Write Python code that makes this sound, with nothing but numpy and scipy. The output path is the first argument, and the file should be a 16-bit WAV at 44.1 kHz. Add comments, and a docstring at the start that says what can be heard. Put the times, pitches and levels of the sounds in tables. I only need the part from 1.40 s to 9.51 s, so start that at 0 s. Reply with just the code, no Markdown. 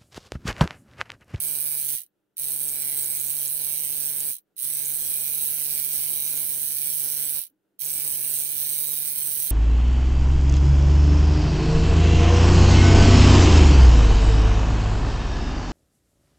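"""In a small quiet room, a homemade tattoo machine runs four times, close by.
A little motor cranks a needle in a metal guide: every turn it strikes, rebounds and rattles,
making a bright clatter, a wiry rasp and a low buzz, while the skin flutters under it.
High chirps and a few sharp ticks are heard too. Between runs the motor coasts to rest, then spins up.
Faint air and hum lie under it all, and two soft bumps fall in the last pause."""
import sys
import numpy as np
from scipy import signal
from scipy.fft import rfft, irfft
from scipy.io import wavfile
from scipy.ndimage import uniform_filter1d

SR = 44100
rng = np.random.default_rng(int(sys.argv[2]) if len(sys.argv) > 2 else 0)


def wav_out(sig):
    """Save sig, one row per channel (or a flat mono array), as 16-bit PCM at SR to the path in sys.argv[1]."""
    wavfile.write(sys.argv[1], SR, np.round(np.clip(np.atleast_2d(sig).T, -1, 1) * 32767).astype(np.int16))


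N = 357651
T = np.arange(N) / SR
SPLIT_HZ = 8000  # the clatter lies above this pitch, the rasp below

# The four runs. Each row: switch-on, switch-off, spin-up time constant and coasting time in seconds,
# speed in Hz, drift in Hz per second, speed lost to drag at the start in Hz.
MOTOR_RUNS = [(-.3, .55, .02, .13, 149, -6, 0), (.96, 2.905, .013, .116, 142.5, .55, 13),
              (3.155, 5.983, .023, .127, 143.4, .55, 8), (6.385, 8.3, .011, .12, 144.5, .42, 2.2)]
# The character of each run. Each row: stroke strength in dB, bounce boost in dB,
# chirp pitch in Hz, tip pitch in Hz, skin rubbing in dB.
RUN_CHARACTER = [(-29, 1.8, 8300, 14200, -68), (-29.5, 1.5, 8330, 14200, -65), (-29.5, 3, 8180, 14400, -65),
                 (-30.5, 2.5, 8320, 14750, -62.5)]
# The strike and the rebound. Each row: place in the turn from 0 to 1, relative level in dB,
# timing scatter in milliseconds, level scatter in dB.
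NEEDLE_BLOWS = [(0, 2, 0.012, 1.7), (0.12, -12.5, 0.033, 5.5)]
# The rattle that follows them. Each row: the same four columns.
NEEDLE_BOUNCES = [(.21, 6.5, 0.079, 1.8), (.33, 3.5, .2, 1.8), (0.451, 6, .14, 2.5), (0.608, -4.5, .2, 2),
                  (0.771, -6.5, .3, 2)]
# Thin rings of the metal guide. Each row: pitch in Hz, width in Hz, gain in dB.
GUIDE_RINGS = [(10910, 410, 1.5), (15200, 520, -15)]
# How fast the echo dies. Each row: frequency in Hz, seconds to fall by 60 dB.
ROOM_DECAY = [(300, 0.12), (3000, 0.036), (10000, 0.034), (14300, 0.11)]
# Tone of the clatter on each side. Each row: frequency in Hz, gain in dB.
CLATTER_LEFT = [(8000, -17.5), (8700, -10), (9400, -14), (9750, -15.5), (10300, -9.5), (10800, -19),
                (11100, -19), (11600, -19), (13000, -16.5), (14300, -26.5), (15000, -26), (15700, -11.5)]
CLATTER_RIGHT = [(8000, -11.5), (8700, -10.3), (9400, -9.5), (10000, -9), (10800, -5.5), (11600, -11),
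                 (12600, -10), (13200, -9), (14300, -2.5), (15000, -7), (15700, -7.5)]
# Brightness of the clatter. Each row: time in seconds, treble lift in dB.
CLATTER_BRIGHTNESS = [(.1, -2.6), (.45, -1), (1.3, -3), (1.6, -1.5), (2.8, -1.1), (3.35, -2.5), (3.9, 0.6),
                      (4.5, .2), (5.2, -0.9), (5.95, 0), (6.5, 0.4), (8, 1.4)]
# Short, high chirps. Each row: offset from the run's chirp pitch, swerve and width, all in Hz.
CHIRP_NOTES = [(-30.5, 120, 80), (330, 200, 55)]
# How strong the chirps are. Each row: time in seconds, relative level in dB.
CHIRP_CURVE = [(.15, -41.5), (.32, -48), (1.05, -41), (1.3, -39.5), (2, -43), (2.15, -43.5), (2.48, -39.5),
               (2.7, -42.5), (2.89, -37.5), (3.3, -41.5), (5.1, -44), (5.95, -41), (6.47, -37), (6.85, -41),
               (7, -38.5), (7.15, -41), (7.7, -38.5), (8.05, -39.5)]
# Tone of the rasp on each side. Each row: frequency in Hz, gain in dB.
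RASP_LEFT = [(100, -56), (900, -51), (1500, -42), (2000, -31), (2600, -23.5), (3600, -16), (4300, -13.5),
             (4900, -19.5), (5700, -15.5), (6200, -11), (6550, -38.5), (7800, -34)]
RASP_RIGHT = [(100, -49.5), (1200, -35), (1950, -22.5), (2150, -21.5), (2350, -17.5), (2700, -19),
              (3050, -11.5), (3450, -24), (3900, -12), (4500, -14), (5200, -18.5), (6000, -13), (6800, -18),
              (7800, -18.5)]
# Rings of the frame. Each row: pitch in Hz, width in Hz, left gain in dB, right gain in dB.
FRAME_RINGS = [(2390, 470, -18, 5), (2996, 38, -15, 13.5), (3830, 100, 17, 2), (6100, 650, 1, 0)]
# Strength of the thuds, one curve a run. Each point: time in seconds, relative level in dB.
THUD_CURVES = [
    [(0.03, -59), (0.18, -57), (0.222, -60), (0.246, -57), (0.3, -59), (0.366, -58), (0.406, -60),
     (0.458, -60.5), (0.53, -58.5)],
    [(1.06, -59), (1.598, -57), (1.614, -57.5), (1.856, -57.5), (1.876, -60.5), (2.234, -57.5),
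     (2.244, -59.5), (2.466, -58.5), (2.87, -57)],
    [(3.28, -59.5), (3.33, -58.5), (4.92, -58), (4.93, -55), (5.35, -60.5), (5.47, -57.5), (5.52, -62.5),
     (5.63, -57.5), (5.95, -58)],
    [(6.46, -57.5), (7.068, -60), (7.074, -59.5), (7.854, -60), (7.886, -56), (7.952, -63.5), (7.974, -56),
     (8.028, -63.5), (8.07, -58.5)],
]
# Tone of each stroke's dull thud. Each row: frequency in Hz, gain in dB.
THUD_TONE = [(30, -26), (90, 6.5), (144, 4.5), (290, 3), (430, 1), (580, -2), (720, -4), (870, -2.5),
             (1020, -4), (1150, -2), (1290, -7), (1450, -1), (1750, -6.5), (2000, -18.5), (2320, 7),
             (2700, -20), (4000, -21)]
# Tone of the fluttering skin. Each row: frequency in Hz, gain in dB.
SKIN_TONE = [(60, -16.5), (200, -3.5), (300, -6.5), (500, -2.5), (700, -13.5), (1300, -21), (3000, -52.5)]
# Tone of the room's still air. Each row: frequency in Hz, gain in dB.
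AIR_TONE = [(24, -25), (40, -5.5), (54, -28), (139, -9), (183, -9), (235, -15.5), (301, -2), (1130, -24.5),
            (1450, -18.5), (2330, -30.5), (2770, -26.5), (5170, -35), (15500, -31.5)]
# The room's faint hum. Each row: pitch in Hz, average (rms) level in dB.
ROOM_HUM = [(200, -89), (400, -99)]
# Sharp, high ticks. Each row: time in seconds, relative level in dB, lean to the left in dB.
SHARP_TICKS = [(0.068, -40.5, -5), (1.1118, -29.5, -4), (1.295, -23, -2), (1.645, -22.5, 4),
               (1.7986, -24, -5), (1.8827, -29, -5), (2.0798, -21, -4.5), (2.805, -22, -1.5),
               (3.457, -19, 2), (4.9725, -29.5, -5), (6.4113, -35.5, -4), (6.454, -22.5, -1)]
# Soft bumps in the room. Each row: start and length in seconds, pitch in Hz, peak level in dB.
ROOM_BUMPS = [(6.096, 0.12, 282.4, -69.5), (6.312, 0.074, 306, -72)]


def amp(db):
    """Turns decibels into a gain."""
    return 10 ** (np.asarray(db) / 20)


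def evened(x):
    """Scales a signal to an average (rms) size of one."""
    return x / np.sqrt(np.mean(x ** 2) + 1e-20)


def value_at(points, hz):
    """Looks up a table by frequency, on a scale of octaves."""
    f, value = np.transpose(points)
    return np.interp(np.log(hz + 1), np.log(f + 1), value)


def wander(hz, step=64):
    """A smooth random curve of average size one, moving at up to about the given rate."""
    coarse = T[::step]
    f = np.fft.rfftfreq(len(coarse), step / SR)
    slow = irfft(rfft(rng.standard_normal(len(coarse))) / (1 + (f / hz) ** 4), len(coarse))
    return np.interp(T, coarse, evened(slow))


def colour(x, points, keep="all", size=4096):
    """Gives a sound the tone in a table, keeping all of it or the part "above" or "below" the split."""
    hz = abs(np.fft.fftfreq(size, 1 / SR))
    above = np.clip((1 + np.tanh((hz - SPLIT_HZ) / 60)) / 2, 1e-7, 1 - 1e-7)
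    gain = amp(value_at(points, hz)) * np.sqrt({"all": 1, "above": above, "below": 1 - above}[keep])
    # this filter rings only after a hit, never before it
    taps = np.fft.ifft(np.exp(np.conj(signal.hilbert(np.log(gain))))).real
    return signal.oaconvolve(x, taps[:size // 2])[:N]


def clicks(times, sizes, half_width=8):
    """Clean clicks at exact times, even between samples."""
    place = times[:, None] * SR
    at = np.floor(place).astype(int) + np.arange(1 - half_width, half_width + 1)
    shape = np.sinc(at - place) * np.cos(np.pi * (at - place) / (2 * half_width)) ** 2
    inside = (at >= 0) & (at < N)
    return np.bincount(at[inside], (sizes[:, None] * shape)[inside], N)


def resonate(x, hz, width):
    """Makes a sound ring at a moving pitch; a smaller width rings longer."""
    turn = np.exp(2j * np.pi * np.cumsum(hz) / SR)
    fade = np.exp(-np.pi * width / SR)
    return 2 * (turn * signal.lfilter([1 - fade], [1, -fade], x / turn + 1e-18)).real


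def shifting(x, echoes, rate_hz):
    """Drifts between echo patterns, as the hand keeps moving the machine."""
    weights = np.array([wander(rate_hz) for _ in echoes])
    heard = np.array([signal.oaconvolve(x, echo)[:N] for echo in echoes])
    return (weights * heard).sum(0) / np.linalg.norm(weights, axis=0)


def motor(flutter=0.001, loosen_s=.06, sag_hz=.6, force_db=0.58, bite_db=0.8):
    """The motor turns the crank. Pressing harder slows it, hardens the strokes and deepens the bite."""
    pressure = np.tanh(wander(8))
    speed, force, bite, loose_db, chirp_hz, tip_hz, rub = np.zeros((7, N))
    for run, character in zip(MOTOR_RUNS, RUN_CHARACTER):
        on, off, rise, coast, hz, drift, drag = run
        stroke_db, bounce_db, chirp_pitch, tip_pitch, skin_db = character
        age = np.maximum(T - on, 0)
        # the current pulls the rotor up quickly; friction slows it evenly
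        up = 1 - np.exp(-age / rise)
        down = np.clip(1 - (T - off) / coast, 0, 1)
        spin = up * down
        # the needle bites only near full speed, so the buzz comes just after the rattle
        depth = up ** 16 * down ** 8
        speed += spin * (hz + drift * age - drag * np.exp(-age / loosen_s) - sag_hz * pressure)
        force += amp(stroke_db) * spin ** 1.66
        bite += depth
        loose_db += bounce_db * spin
        chirp_hz[T >= on], tip_hz[T >= on] = chirp_pitch, tip_pitch
        rub += amp(skin_db) * depth
    turns = np.cumsum(speed * (1 + flutter * wander(35))) / SR
    for on, *_ in MOTOR_RUNS[1:]:
        # at rest the crank settles at the start of a turn
        turns[int(on * SR):] += -turns[int(on * SR)] % 1
    force *= amp(force_db * pressure)
    bite *= amp(bite_db * pressure)
    return turns, force, bite, loose_db, chirp_hz, tip_hz, rub


def contact(turns, force, share, db, scatter_ms, scatter_db, lead_turns=.32):
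    """Times and sizes of a hit that comes back every turn; the crank limits how hard it can be."""
    times = np.interp(np.arange(lead_turns + share, turns[-1], 1), turns, T)
    late, harder = rng.standard_normal((len(times), 2)).T
    harder = 2 * np.tanh(harder / 2)
    sizes = np.interp(times, T, force) * amp(db + scatter_db * harder)
    return times + late * scatter_ms / 1000, sizes


def scrape(times, sizes, decay_s):
    """The loudness curve of scraping: each hit makes a tiny burst with the energy of a click."""
    fade = np.exp(-2 / (decay_s * SR))
    energy = np.bincount(np.clip(times * SR, 0, N - 1).astype(int), sizes ** 2, N)
    return np.sqrt(signal.lfilter([1 - fade], [1, -fade], energy + 1e-20))


def guide_rings(x, shift_db=1.4):
    """The metal guide rings at two high pitches; their balance shifts as the needle wanders in it."""
    return sum(amp(db + shift_db * wander(27)) * signal.lfilter(*signal.iirpeak(hz, hz / width, SR), x)
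               for hz, width, db in GUIDE_RINGS)


def cracks(times, sizes, decay_s=.00028, grit_db=1.0, size=128):
    """Each blow is a click with a tiny scrape, whose grain changes from turn to turn."""
    fade = np.exp(-np.arange(size) / SR / decay_s)
    grit = rng.standard_normal((len(times), size)) * fade / np.linalg.norm(fade)
    spectra = 1 + amp(grit_db) * rfft(grit)
    spectra /= np.sqrt(uniform_filter1d(abs(spectra) ** 2, size=9))  # evens out the energy
    place = times[:, None] * SR
    at = np.floor(place).astype(int) - 9 + np.arange(size)
    # slide each crack to its exact time
    shapes = irfft(spectra * np.exp(-2j * np.pi * np.fft.rfftfreq(size) * (place - at[:, :1])))
    inside = (at >= 0) & (at < N)
    return np.bincount(at[inside], (sizes[:, None] * shapes)[inside], N)


def reflections(x, decay_s, wet_db, shift_hz=2.59, size=1024):
    """Hand, skin and frame scatter the sound within milliseconds, evenly at all pitches."""
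    spectra = rfft(rng.standard_normal((6, size)) * np.exp(-np.arange(size) / SR / decay_s))
    spectra /= np.sqrt(uniform_filter1d(abs(spectra) ** 2, size=15))
    echoes = np.roll(irfft(spectra), size // 64, axis=1)
    return amp(wet_db) * shifting(x, echoes, shift_hz)


def room(x, shift_hz=1.5):
    """The room adds a short, blurred echo, each band dying at its own speed."""
    hz, t, bands = signal.stft(rng.standard_normal((3, 8192)), SR, nperseg=256)
    fade = amp(-60 * t / value_at(ROOM_DECAY, hz)[:, None])
    tails = signal.istft(bands * fade, SR, nperseg=256)[1]
    tails[:, :SR // 300] = 0  # a short gap before the echo
    return shifting(x, tails / np.linalg.norm(tails, axis=1, keepdims=True), shift_hz)


def clatter(blows, bounces, crack_db=5.5, bounce_db=-14.5, ring_db=-6.5, left_db=29, right_db=32.5):
    """Sharp blows and a looser rattle. The needle faces right; the left is later and has more echo."""
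    hits, rattle = np.concatenate(blows, axis=1), np.concatenate(bounces, axis=1)
    scraping = amp(bounce_db) * scrape(*rattle, decay_s=0.001)
    taps = clicks(*rattle) + scrape(*rattle, decay_s=0.00019) * rng.standard_normal(N)
    metal = amp(ring_db) * guide_rings(taps)
    # cracks and scraping spread differently towards each side
    left, right = (metal + amp(crack_db) * cracks(*hits) + scraping * rng.standard_normal(N)
                   for _ in range(2))
    left = np.roll(left, 7)  # 7 samples later
    left = left + reflections(left, decay_s=0.0026, wet_db=2) + amp(2) * room(left)
    right = right + reflections(right, decay_s=0.0018, wet_db=-24) + amp(-14.5) * room(right)
    return np.array([amp(left_db) * colour(left, CLATTER_LEFT, "above"),
                     amp(right_db) * colour(right, CLATTER_RIGHT, "above")])


def tip_sizzle(x, tip_hz, width_hz=900, tip_db=-7):
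    """The needle's tip lifts a high band of the clatter; its pitch depends on the grip."""
    return x + amp(tip_db) * resonate(x, tip_hz, width_hz)


def tilt(x, bright_db, pivot_hz=10000):
    """Brightens or dulls: what lies above the pivot gains as much as what lies below it loses."""
    high = signal.sosfiltfilt(signal.butter(2, pivot_hz, "high", fs=SR, output="sos"), x)
    return high * amp(bright_db) + (x - high) * amp(-bright_db)


def chirps(strikes, pitch, burst_db=7, gain_db=1, shared=0.75):
    """Short, high chirps near 8-9 kHz that follow the strikes and swerve in pitch."""
    feed = scrape(*strikes, decay_s=0.003)
    out = np.zeros((2, N))
    for offset, swerve, width in CHIRP_NOTES:
        hz = pitch + offset + swerve * wander(30)
        burst = amp(burst_db * np.tanh(wander(24)))
        right, other = (burst * resonate(feed * rng.standard_normal(N), hz, width) for _ in range(2))
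        left = shared * right + np.sqrt(1 - shared ** 2) * other
        out += [left, right]
    band = signal.butter(6, [SPLIT_HZ, 9400], "band", fs=SR, output="sos")
    level_db = gain_db + np.interp(T, *np.transpose(CHIRP_CURVE))
    return evened(signal.sosfilt(band, out)) * amp(level_db)


def rasp(blows, bounces, force, rebound_db=8, bounce_db=-15.5, brush_db=-33, left_db=32.5, right_db=34):
    """The frame smears every hit into a wiry rasp, over the even rubbing of the motor's brushes."""
    knocks = clicks(*blows[0]) + amp(rebound_db) * clicks(*blows[1])
    scraping = amp(bounce_db) * scrape(*np.concatenate(bounces, axis=1), decay_s=0.0022)
    rubbing = np.hypot(scraping, amp(brush_db) * force)
    frame = reflections(knocks, decay_s=0.0013, wet_db=-3.5)
    out = []
    # the frame rocks, pushing air towards one side as it pulls it from the other
    for sign, db, tone in ((-1, left_db, RASP_LEFT), (1, right_db, RASP_RIGHT)):
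        scattered = reflections(knocks, decay_s=0.004, wet_db=-8.5, shift_hz=4.4)
        side = sign * frame + scattered + rubbing * rng.standard_normal(N)
        out.append(amp(db) * colour(side + amp(-2.5) * room(side), tone, "below"))
    return np.array(out) * amp(0.75 * wander(35))  # the level wavers a little


def frame_rings(strikes, bend=0.0078, swell_db=0.3, grip_hz=4):
    """Every strike rings the metal frame; the fingers nudge each ring's pitch and level."""
    knocks = clicks(*strikes)
    out = np.zeros((2, N))
    for hz, width, left_db, right_db in FRAME_RINGS:
        swell = amp(swell_db * np.tanh(wander(grip_hz)))
        ring = resonate(knocks, hz * (1 + bend * wander(grip_hz)), width)
        out += amp([[left_db], [right_db]]) * swell * ring
    return out


def thud(blows, turns, bite, thud_db=41, swing_db=-50, rub_db=-31, left_db=-34, uneven_db=4):
    """The strike pulls and the rebound pushes: a low buzz over the crank's swing, mostly on the right."""
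    strength = bite * amp(np.interp(T, *np.concatenate(THUD_CURVES).T))
    strokes = []
    for times, _ in blows:
        uneven = amp(uneven_db * np.tanh(rng.standard_normal(len(times))))
        strokes.append(clicks(times, np.interp(times, T, strength) * uneven))
    pull, push = strokes
    rub = amp(rub_db) * strength * rng.standard_normal(N)
    swing = amp(swing_db + .5 * wander(11)) * bite * np.sin(2 * np.pi * (turns - .42))
    return (amp(thud_db) * colour(push - pull + rub, THUD_TONE) + swing) * amp([[left_db], [0]])


def skin(flutter_db=6, flutter_hz=22, gain_db=4, left_db=-22):
    """The skin flutters under the needle, making a low, rough, lumpy noise."""
    noise = colour(rng.standard_normal(N), SKIN_TONE)
    flutter = amp(flutter_db * np.tanh(wander(flutter_hz)))
    return amp(gain_db) * evened(noise * flutter) * amp([[left_db], [0]])


def air(level_db=-78.5):
    """Faint, gently wavering room noise with a low hum."""
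    left, right, shared = rng.standard_normal((3, N))
    noise = np.array([colour(side + shared, AIR_TONE) for side in (left, right)])
    hum = sum(amp(db) * np.sqrt(2) * np.sin(2 * np.pi * hz * T) for hz, db in ROOM_HUM)
    return amp(level_db + 1.2 * wander(6.6)) * evened(noise) + hum


def ticks(band_hz=(6300, 8600), gain_db=2, early_db=-7, early_s=1 / 143):
    """Occasional sharp, high ticks, each with a fainter tick just before it."""
    out = np.zeros((2, N))
    band = signal.butter(4, band_hz, "band", fs=SR, output="sos")
    tick = signal.sosfilt(band, signal.unit_impulse(SR // 100))
    tick /= abs(tick).max()
    for start, db, lean_db in SHARP_TICKS:
        sides = amp([[lean_db / 2], [-lean_db / 2]])
        at = int(start * SR)
        out[:, at:at + len(tick)] += sides / sides.mean() * amp(db + gain_db) * tick
    return out + amp(early_db) * np.roll(out, -int(early_s * SR), axis=1)


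def bumps(smear_hz=30):
    """Each bump swells quickly and dies away around one low, unsteady note."""
    out = np.zeros(N)
    for start, length, hz, db in ROOM_BUMPS:
        progress = np.clip((T - start) / length, 0, 1)
        cycles = np.cumsum(hz + smear_hz * wander(45)) / SR
        out += amp(db) * np.sin(np.pi * progress ** 0.65) ** 2 * np.sin(2 * np.pi * cycles)
    return out


def scene(rasp_db=-1.31, rasp_follow=0.82):
    """One crank drives the clatter, rasp and thud; a brighter stretch also rasps a little more."""
    turns, force, bite, loose_db, chirp_hz, tip_hz, rub = motor()
    bright_db = np.interp(T, *np.transpose(CLATTER_BRIGHTNESS))
    blows = [contact(turns, force, *row) for row in NEEDLE_BLOWS]
    bounces = [contact(turns, force * amp(loose_db), *row) for row in NEEDLE_BOUNCES]
    strikes = blows[0]
    highs = tilt(tip_sizzle(clatter(blows, bounces), tip_hz), bright_db)
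    highs += bite * chirps(strikes, chirp_hz)
    mids = rasp(blows, bounces, force) + frame_rings(strikes)
    mids *= amp(rasp_db + rasp_follow * bright_db)
    lows = thud(blows, turns, bite) + rub * skin()
    return highs + mids + lows + ticks() + bumps() + air()


def record(dry, edge_hz=15770):
    """Cuts away the very highest treble."""
    lowpass = signal.firwin(511, edge_hz, window=("kaiser", 9), fs=SR)
    return signal.oaconvolve(dry, lowpass[None], "same")


dry = scene()
out = record(dry)
wav_out(out)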